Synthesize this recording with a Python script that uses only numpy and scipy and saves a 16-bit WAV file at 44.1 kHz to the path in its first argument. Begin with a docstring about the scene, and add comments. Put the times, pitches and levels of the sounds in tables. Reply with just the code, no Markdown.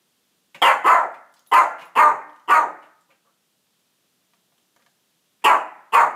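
"""A paw scuffs the hard floor of a bare room, then a small dog barks five times, pauses, and barks twice.
Each bark is a rough yelp that rises and falls in pitch: shaking vocal folds and puffs of air sound
through a mouth that starts wide and slowly shuts. The walls and floor ring on after it.
Between barks, paws scuff, claws tick, a collar tag clinks, and the dog licks its lips and breathes in.
A faint hush lies under it all, and a limiter holds the barks down."""
import sys
import numpy as np
from scipy import signal
from scipy.io import wavfile
from scipy.ndimage import uniform_filter1d, minimum_filter1d

SR = 44100
rng = np.random.default_rng(int(sys.argv[2]) if len(sys.argv) > 2 else 0)


def generate_wav(signal):
    """Clip the signal to [-1, 1] and save it as 16-bit WAV at the path in sys.argv[1]."""
    frames = np.transpose(np.atleast_2d(signal))
    scaled = np.clip(frames, -1, 1) * 32767
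    pcm = np.round(scaled).astype(np.int16)
    wavfile.write(sys.argv[1], SR, pcm)


N = 271215

# The tone of the quiet room and microphone hiss. Each row: frequency in Hz, level in dB.
HUSH_TONE = [(30, -33), (90, -14.5), (180, -0.5), (350, -5), (800, -10.5), (1300, -10.5), (2200, -13),
             (3200, -8), (4500, -11.5), (14400, -16), (16000, -24)]
# Short soft rustles: paws rubbing the floor, and a quick breath in just before the sixth bark.
# Each row: start in seconds, level in dB, strongest frequency in Hz, seconds to fade by 16 dB.
RUSTLES = [(0.5447, -37, 2757, 0.025), (1.137, -46.5, 2525, .035), (1.358, -59.5, 4850, 0.04),
           (1.777, -40.5, 2900, 0.05), (1.804, -38, 2827, 0.046), (2.814, -49.5, 2780, 0.045),
           (3.089, -56.5, 1118, 0.018), (3.1, -54, 2655, 0.041), (3.24, -58.5, 1342, 0.057),
           (4.786, -62.5, 1763, 0.046), (5.417, -57.5, 2400, 0.032)]
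# The barks. Each row: start and length in seconds, level in dB, how far below that it begins in dB,
# swell time in seconds, share of the length before it fades, top pitch in Hz, roughness from 0 to 1,
# the throat resonance's top in Hz, its strength in dB and the share of that top it sinks to,
# open mouth resonance in Hz, then brightness, opening bite, rasp and chest boom, all in dB.
BARKS = [ (0.6174, 0.14, -11, -4.5, .01, 0.57, 588.5, 0.62, 1060, 2, 1, 3270, 4.5, -1, -23, -24.5),
         (.84, 0.22, -9, -18.5, 0.054, 0.2, 687.8, .55, 1220, 3, .58, 2900, -5.5, 1.5, -28.5, -18),
         (1.514, .15, -7.5, -16.5, 0.05, 0.34, 704.6, 0.5, 1100, 7, 0.67, 2966, 3, -1, -24, -18.5),
         (1.953, 0.17, -6, -23, .06, .36, 627.6, 0.55, 1067, 7, 0.97, 2798, -0.5, 8, -28, -18),
         (2.476, .19, -13.5, -28, 0.039, 0.51, 627.4, 0.5, 1280, 7, 0.49, 2900, 0.5, 5, -26, -15.5),
         (5.44, .148, -9.5, -16.5, 0.015, 0.45, 659.2, 0.58, 1060, 9, 1, 2856, 2.5, 13.5, -30, -17.5),
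         (5.921, .168, -8, -32, 0.04, 0.3, 626.3, 0.59, 1107, 9, .85, 2840, 2, 12, -27, -19.5), ]
# What the whole airway lets through. Each row: frequency in Hz, gain in dB.
AIRWAY_TONE = [(40, -51.5), (130, -42.5), (230, -27), (340, -13.5), (460, -5), (640, 1.5), (950, 7.5),
               (1400, 3.5), (1600, -0.5), (2000, 0), (2500, -21), (3400, -33.5), (5500, -47),
               (16000, -61.5)]
# Air rasping over tongue and teeth. Each row: frequency in Hz, level in dB.
RASP_TONE = [(1500, -28), (3000, 3.5), (4500, 0.5), (5500, -1), (7200, 2), (8800, -1), (10200, 3.5),
             (12000, -0.5), (15000, 0.5), (16000, -15.5)]
# The mouth's higher resonances. Each row: multiple of the jaw's frequency, gain in dB.
MOUTH_OVERTONES = [(1.8, -2), (2.8, -2.5), (3.5, -2)]
# Claws and wet lips. Each row: start in seconds, level in dB, strongest frequency in Hz.
TICKS = [(1.121, -60, 9000), (1.34, -49.5, 8400), (1.393, -48.5, 7400), (1.464, -54, 4580),
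         (1.882, -68, 8010), (2.295, -57, 3300), (2.33, -59.5, 3300), (2.362, -56, 3300),
         (2.397, -56, 3250), (3.01, -58.5, 8240), (4.335, -54.5, 1500), (4.521, -57.5, 902),
         (4.58, -58.5, 3420), (4.763, -51.5, 1900), (4.822, -53, 2180), (4.863, -52, 1776)]
# The metal collar tag's notes. Each row: frequency in Hz, level in dB, seconds to fade by 60 dB.
TAG_NOTES = [(3780, -7, 0.04), (10570, 0.5, 0.06), (12200, -3, 0.0609), (14740, -8, .08)]
# Hits of the tag. Each row: start in seconds, level in dB.
TAG_HITS = [(1.325, -65.5), (1.472, -50.5), (1.854, -54.5)]
# Notes that build up between the walls. Each row: frequency in Hz, gain in dB.
STANDING_WAVES = [(666, -4.5), (740, -3.5), (941, 5.5)]
# First echoes from walls and doors. Each row: typical delay in milliseconds, strength as a share.
ECHOES = [(1.9, 0.14), (4.1, 0.87), (6.3, 0.41), (9.2, 0.34), (12.4, 0.36), (17.5, .22)]
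# The muzzle aims treble forward, so the walls get less. Each row: frequency in Hz, gain in dB.
ECHO_TONE = [(2000, -1.5), (3500, -1), (6000, -6.5), (14000, -9.5)]
# How long the room rings. Each row: frequency in Hz, seconds to fade by 60 dB.
RING_TIMES = [(150, .9), (400, 0.35), (750, 0.59), (1400, 0.63), (2200, 0.63), (3200, 0.42), (7000, 0.33),
              (14000, .36)]
# The tone of that ringing. Each row: frequency in Hz, gain in dB.
RING_TONE = [(80, -12.5), (170, 7.5), (290, -5), (430, 10), (750, 6.5), (1050, -12), (1400, -1.5),
             (1800, -1.5), (2250, -5), (2650, -7.5), (3300, -4.5), (5000, 0), (6800, 8.5), (14000, -8.5)]
# The quick flurry of echoes from the near walls. Each row: frequency in Hz, gain in dB.
FLURRY_TONE = [(80, -10.5), (170, 0.5), (290, -4.5), (600, 6), (1050, 2), (1600, 2.5), (2300, -7),
               (3000, -3.5), (5000, -4.5), (14000, -2)]
# The microphone weakens deep bass. 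Each row: frequency in Hz, gain in dB.
MICROPHONE_TONE = [(20, -20.5), (70, -17.5), (110, -8.5), (160, 3.5), (200, -4), (16000, 0)]


def amp(db):
    """Turns decibels into a number to multiply by."""
    return 10 ** (np.asarray(db) / 20)


def unit(x):
    """Scales a sound to an average power of 1."""
    return x / np.sqrt(np.mean(x ** 2) + 1e-20)


def read(points, hz):
    """Looks up a table at any frequency, blending between its rows."""
    f, value = np.transpose(points)
    return np.interp(np.log(hz + 1), np.log(f + 1), value)


def add(mix, start, sound):
    """Mixes a sound in at a start time in seconds."""
    part = mix[round(start * SR):][:len(sound)]
    part += sound[:len(part)]


def colour(x, points, size=2048):
    """Gives a sound the tone in a table, without smearing it earlier in time."""
    log_gain = np.log(amp(read(points, abs(np.fft.fftfreq(size, 1 / SR)))))
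    taps = np.fft.ifft(np.exp(np.conj(signal.hilbert(log_gain)))).real
    return signal.fftconvolve(x, taps[:size // 2])[:len(x)]


def resonate(x, hz, width_hz):
    """A resonance: keeps the sound near one frequency, which may glide."""
    turn = np.exp(2j * np.pi * np.cumsum(hz * np.ones(len(x))) / SR)
    r = np.exp(-np.pi * width_hz / SR)
    return 2 * (turn * signal.lfilter([(1 - r) ** 2], [1, -2 * r, r * r], x / turn)).real


def wander(t, rate):
    """A random curve, mostly within -1 to 1, that turns `rate` times a second."""
    steps = rng.standard_normal(size=1024)
    return np.interp((t - t[0]) * rate, np.arange(len(steps)), steps)


def arch(progress, start, peak_at, end):
    """Rises from `start` to 1 and sinks to `end` as progress runs from 0 to 1."""
    rising = (1 - start) * (1 - progress / peak_at) ** 2
    falling = (1 - end) * ((progress - peak_at) / (1 - peak_at)) ** 2
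    return 1 - np.where(progress < peak_at, rising, falling)


def hush():
    """The faint, steady noise of room and microphone."""
    return amp(-68) * unit(colour(rng.standard_normal(N), HUSH_TONE))


def rustle(db, hz, length):
    """A sliding paw or a quick breath in: gritty noise that swells more slowly the longer it is."""
    t = np.arange(SR // 4) / SR
    grit = rng.standard_normal(len(t)) * amp(2 * wander(t, 340))
    tone = [(60, -20), (hz / 8, -8), (hz / 1.4, -6), (hz, 0),
            (hz * 1.1, -10), (hz * 1.7, -22), (hz * 8, -34)]
    swell = np.minimum(t / (0.023 * (length / 0.052) ** 3), 1)
    return amp(db) * unit(colour(grit, tone)) * swell * amp(-16 * t / length)


def room(x):
    """Sound bounces off floor and walls and rings on; the echoes fall a little differently each time."""
    heard = np.concatenate([x, np.zeros(SR)])
    heard += sum(amp(db) * resonate(heard, hz, width_hz=24) for hz, db in STANDING_WAVES)
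    add(heard, 0.00093, 0.34 * x)  # the bounce off the floor just under the muzzle
    sideways = colour(x, ECHO_TONE)
    for ms, share in ECHOES:
        add(heard, ms / 1000 * rng.uniform(.88, 1.12), share * sideways)
    bounces = rng.choice([-1., 1.], SR) * (rng.random(SR) < 5000 / SR)  # about 5000 a second
    hz, t, bands = signal.stft(unit(bounces) / np.sqrt(SR), SR, nperseg=256)
    ring = amp(9.5 + read(RING_TONE, hz)[:, None] - 60 * t / read(RING_TIMES, hz)[:, None])
    flurry = amp(12.5 + read(FLURRY_TONE, hz)[:, None] - 60 * t / 0.19)
    tail = signal.istft(bands * (flurry + ring), SR, nperseg=256)[1]
    tail *= np.clip((np.arange(len(tail)) / SR - .003) / 0.0034, 0, 1)
    add(heard, 0, signal.fftconvolve(x, tail))
    return heard


def breath(t, length, onset_db, attack, hold):
    """The push of air behind a bark swells fast, holds, then falls ever faster."""
    swell_db = onset_db * np.maximum(1 - t / attack, 0) ** 2.3
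    release = np.maximum(t / length - hold, 0) / max(1 - hold, .05)
    soft_edges = np.clip(t / 0.0013, 0, 1) * np.clip((length - t) / 0.0083, 0, 1)
    return soft_edges * amp(swell_db - 22 * release ** 1.25)


def vocal_folds(t, progress, pitch_hz, roughness):
    """The folds buzz unevenly and chop the air. Gives the full buzz, soft puffs and bright puffs."""
    clearing = 0.13 * np.exp(-((progress - .2) / 0.12) ** 2)  # clearest while the pitch climbs
    rough = np.clip(roughness * (1 - clearing), .05, .95)
    cycles = np.cumsum(pitch_hz * (1 + .065 * rough * wander(t, 450))) / SR
    pulses = sum(np.cos(2 * np.pi * k * cycles) for k in range(1, 11))
    # strong and weak pulses take turns and stumble, which makes the voice gruff
    pulses *= 1 + rough * (1.5 * np.cos(np.pi * cycles) + .55 * wander(t, 380))
    air = rng.standard_normal(size=(2, SR))[:, :len(t)] * (0.067 + np.exp(-(cycles % 1) / .5))
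    puffs = unit(signal.sosfilt(signal.butter(6, 5500, fs=SR, output="sos"), air[0]))
    breathy = rough ** 1.4
    return (1 - breathy) * unit(pulses) + breathy * puffs, puffs, air[1]


def rasp(t, air, mouth_hz):
    """Air sputters over tongue and teeth, and its resonances sink as the jaw shuts."""
    hiss = unit(colour(air, RASP_TONE)) * amp(2.8 * wander(t, 260))
    jaw_hz = 2500 * (mouth_hz / 2500) ** 0.5
    opening = (mouth_hz / 2900) ** 3.5  # plain hiss escapes only past parted teeth
    overtones = sum(amp(db) * resonate(hiss, k * jaw_hz, 950) for k, db in MOUTH_OVERTONES)
    return unit(opening * hiss + overtones)


def bark(length, level_db, onset_db, attack, hold, top_hz, roughness, throat_top_hz, throat_db,
         throat_end, open_hz, bright_db, bite_db, rasp_db, chest_db):
    """The buzz of the folds rings in throat, chest and closing mouth while the pitch rises and falls."""
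    t = np.arange(0, length, 1 / SR)
    progress = t / length
    pitch_hz = top_hz * arch(progress, start=.53, peak_at=.42, end=.53) * (1 + .025 * wander(t, 60))
    throat_hz = throat_top_hz * arch(progress, start=.79, peak_at=.32, end=throat_end)
    mouth_hz = open_hz * .54 ** (progress ** 1.17)
    burst_db = bite_db * np.exp(-(t / .03) ** 2)  # the first burst of air sharpens mouth and rasp
    closing_db = bright_db - 4 * progress  # the closing mouth dulls the voice
    buzz, puffs, air = vocal_folds(t, progress, pitch_hz, roughness)

    body = colour(buzz, AIRWAY_TONE)
    # the throat stands out most while the mouth is wide
    throat = amp(throat_db) * (mouth_hz / 2600) ** 0.26 * resonate(body, throat_hz, 560)
    hoarse = 0.87 * buzz + 0.13 * puffs
    mouth = amp(closing_db + burst_db + 0.5) * resonate(resonate(hoarse, mouth_hz, 700), mouth_hz, 900)
    cheeks = amp(closing_db - 3) * resonate(buzz, .68 * mouth_hz, 460)
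    voice = body + throat + mouth - cheeks
    voice /= np.sqrt(uniform_filter1d(voice ** 2, size=900) + 1e-9)  # evens out the loudness

    # the chest fades as it empties, and booms more at low pitch
    boom_db = chest_db - 3.5 * progress + 21 * np.log2(502.6 / pitch_hz)
    chest = amp(boom_db) * unit(resonate(resonate(buzz, 380, 210), 340, 340))
    lag_db = .3 * onset_db * np.maximum(1 - t / attack, 0)  # rasp needs fast air, so it swells late
    hiss = amp(rasp_db - 7 * progress + 0.93 * burst_db + lag_db) * rasp(t, air, mouth_hz)
    gust = amp(-45) * wander(t, 140)  # the bark's air nudges the microphone
    return amp(level_db) * breath(t, length, onset_db, attack, hold) * (voice + chest + hiss + gust)


def tick(db, hz):
    """A claw or a wet lip makes a tiny snap that dies in a few milliseconds."""
    t = np.arange(SR // 16) / SR
    tone = [(hz / 8, -14), (hz / 1.3, -10), (hz, 0), (hz, -10), (hz * 4, -24), (hz * 9, -36)]
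    snap = unit(colour(rng.standard_normal(len(t)), tone))
    return amp(db) * snap * np.exp(-t / 0.0022)


def clink(db):
    """The collar tag swings against its ring and sounds a few high, short notes."""
    t = np.arange(SR // 5) / SR
    return amp(db) * sum(amp(note_db - 60 * t / fade_s) * np.sin(2 * np.pi * hz * t)
                         for hz, note_db, fade_s in TAG_NOTES)


def scene():
    """The barks and the dog's small noises in the room, over the hush."""
    dog, small_noises = np.zeros((2, N))
    for start, *settings in BARKS:
        add(dog, start, room(bark(*settings)))
    for source, table in (rustle, RUSTLES), (tick, TICKS), (clink, TAG_HITS):
        for start, *settings in table:
            add(small_noises, start, source(*settings))
    add(dog, 0, room(small_noises))
    return (amp(2.0) * colour(dog, MICROPHONE_TONE) + hush())[None]


def hold_peaks(db, fall_db_per_s):
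    """Jumps up with each peak, then sinks steadily."""
    fall = np.arange(N) * fall_db_per_s / SR
    return np.maximum.accumulate(db + fall) - fall


def duck(x, above_db=-25, most_db=3):
    """Loud sound turns the volume down a little, and it creeps back."""
    over_db = np.clip(20 * np.log10(abs(x[0]) + 1e-9) - above_db, 0, most_db)
    return x * amp(-uniform_filter1d(hold_peaks(over_db, fall_db_per_s=2.5), size=441))


def limit(x, ceiling_db=-4):
    """The volume dips just ahead of each loud peak and comes back quickly."""
    peak_db = hold_peaks(20 * np.log10(abs(x[0]) + 1e-9), fall_db_per_s=500)
    gain_db = minimum_filter1d(-np.maximum(peak_db - ceiling_db, 0), size=101)
    return x * amp(uniform_filter1d(uniform_filter1d(gain_db, size=81), size=81))


def record(dry):
    """Holds the barks down, then cuts the treble above 15700 Hz."""
    treble_cut = signal.firwin(255, 15700, window=("kaiser", 9), fs=SR)
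    return signal.oaconvolve(limit(duck(dry)), treble_cut[None], "same")


dry = scene()
out = record(dry)
generate_wav(out)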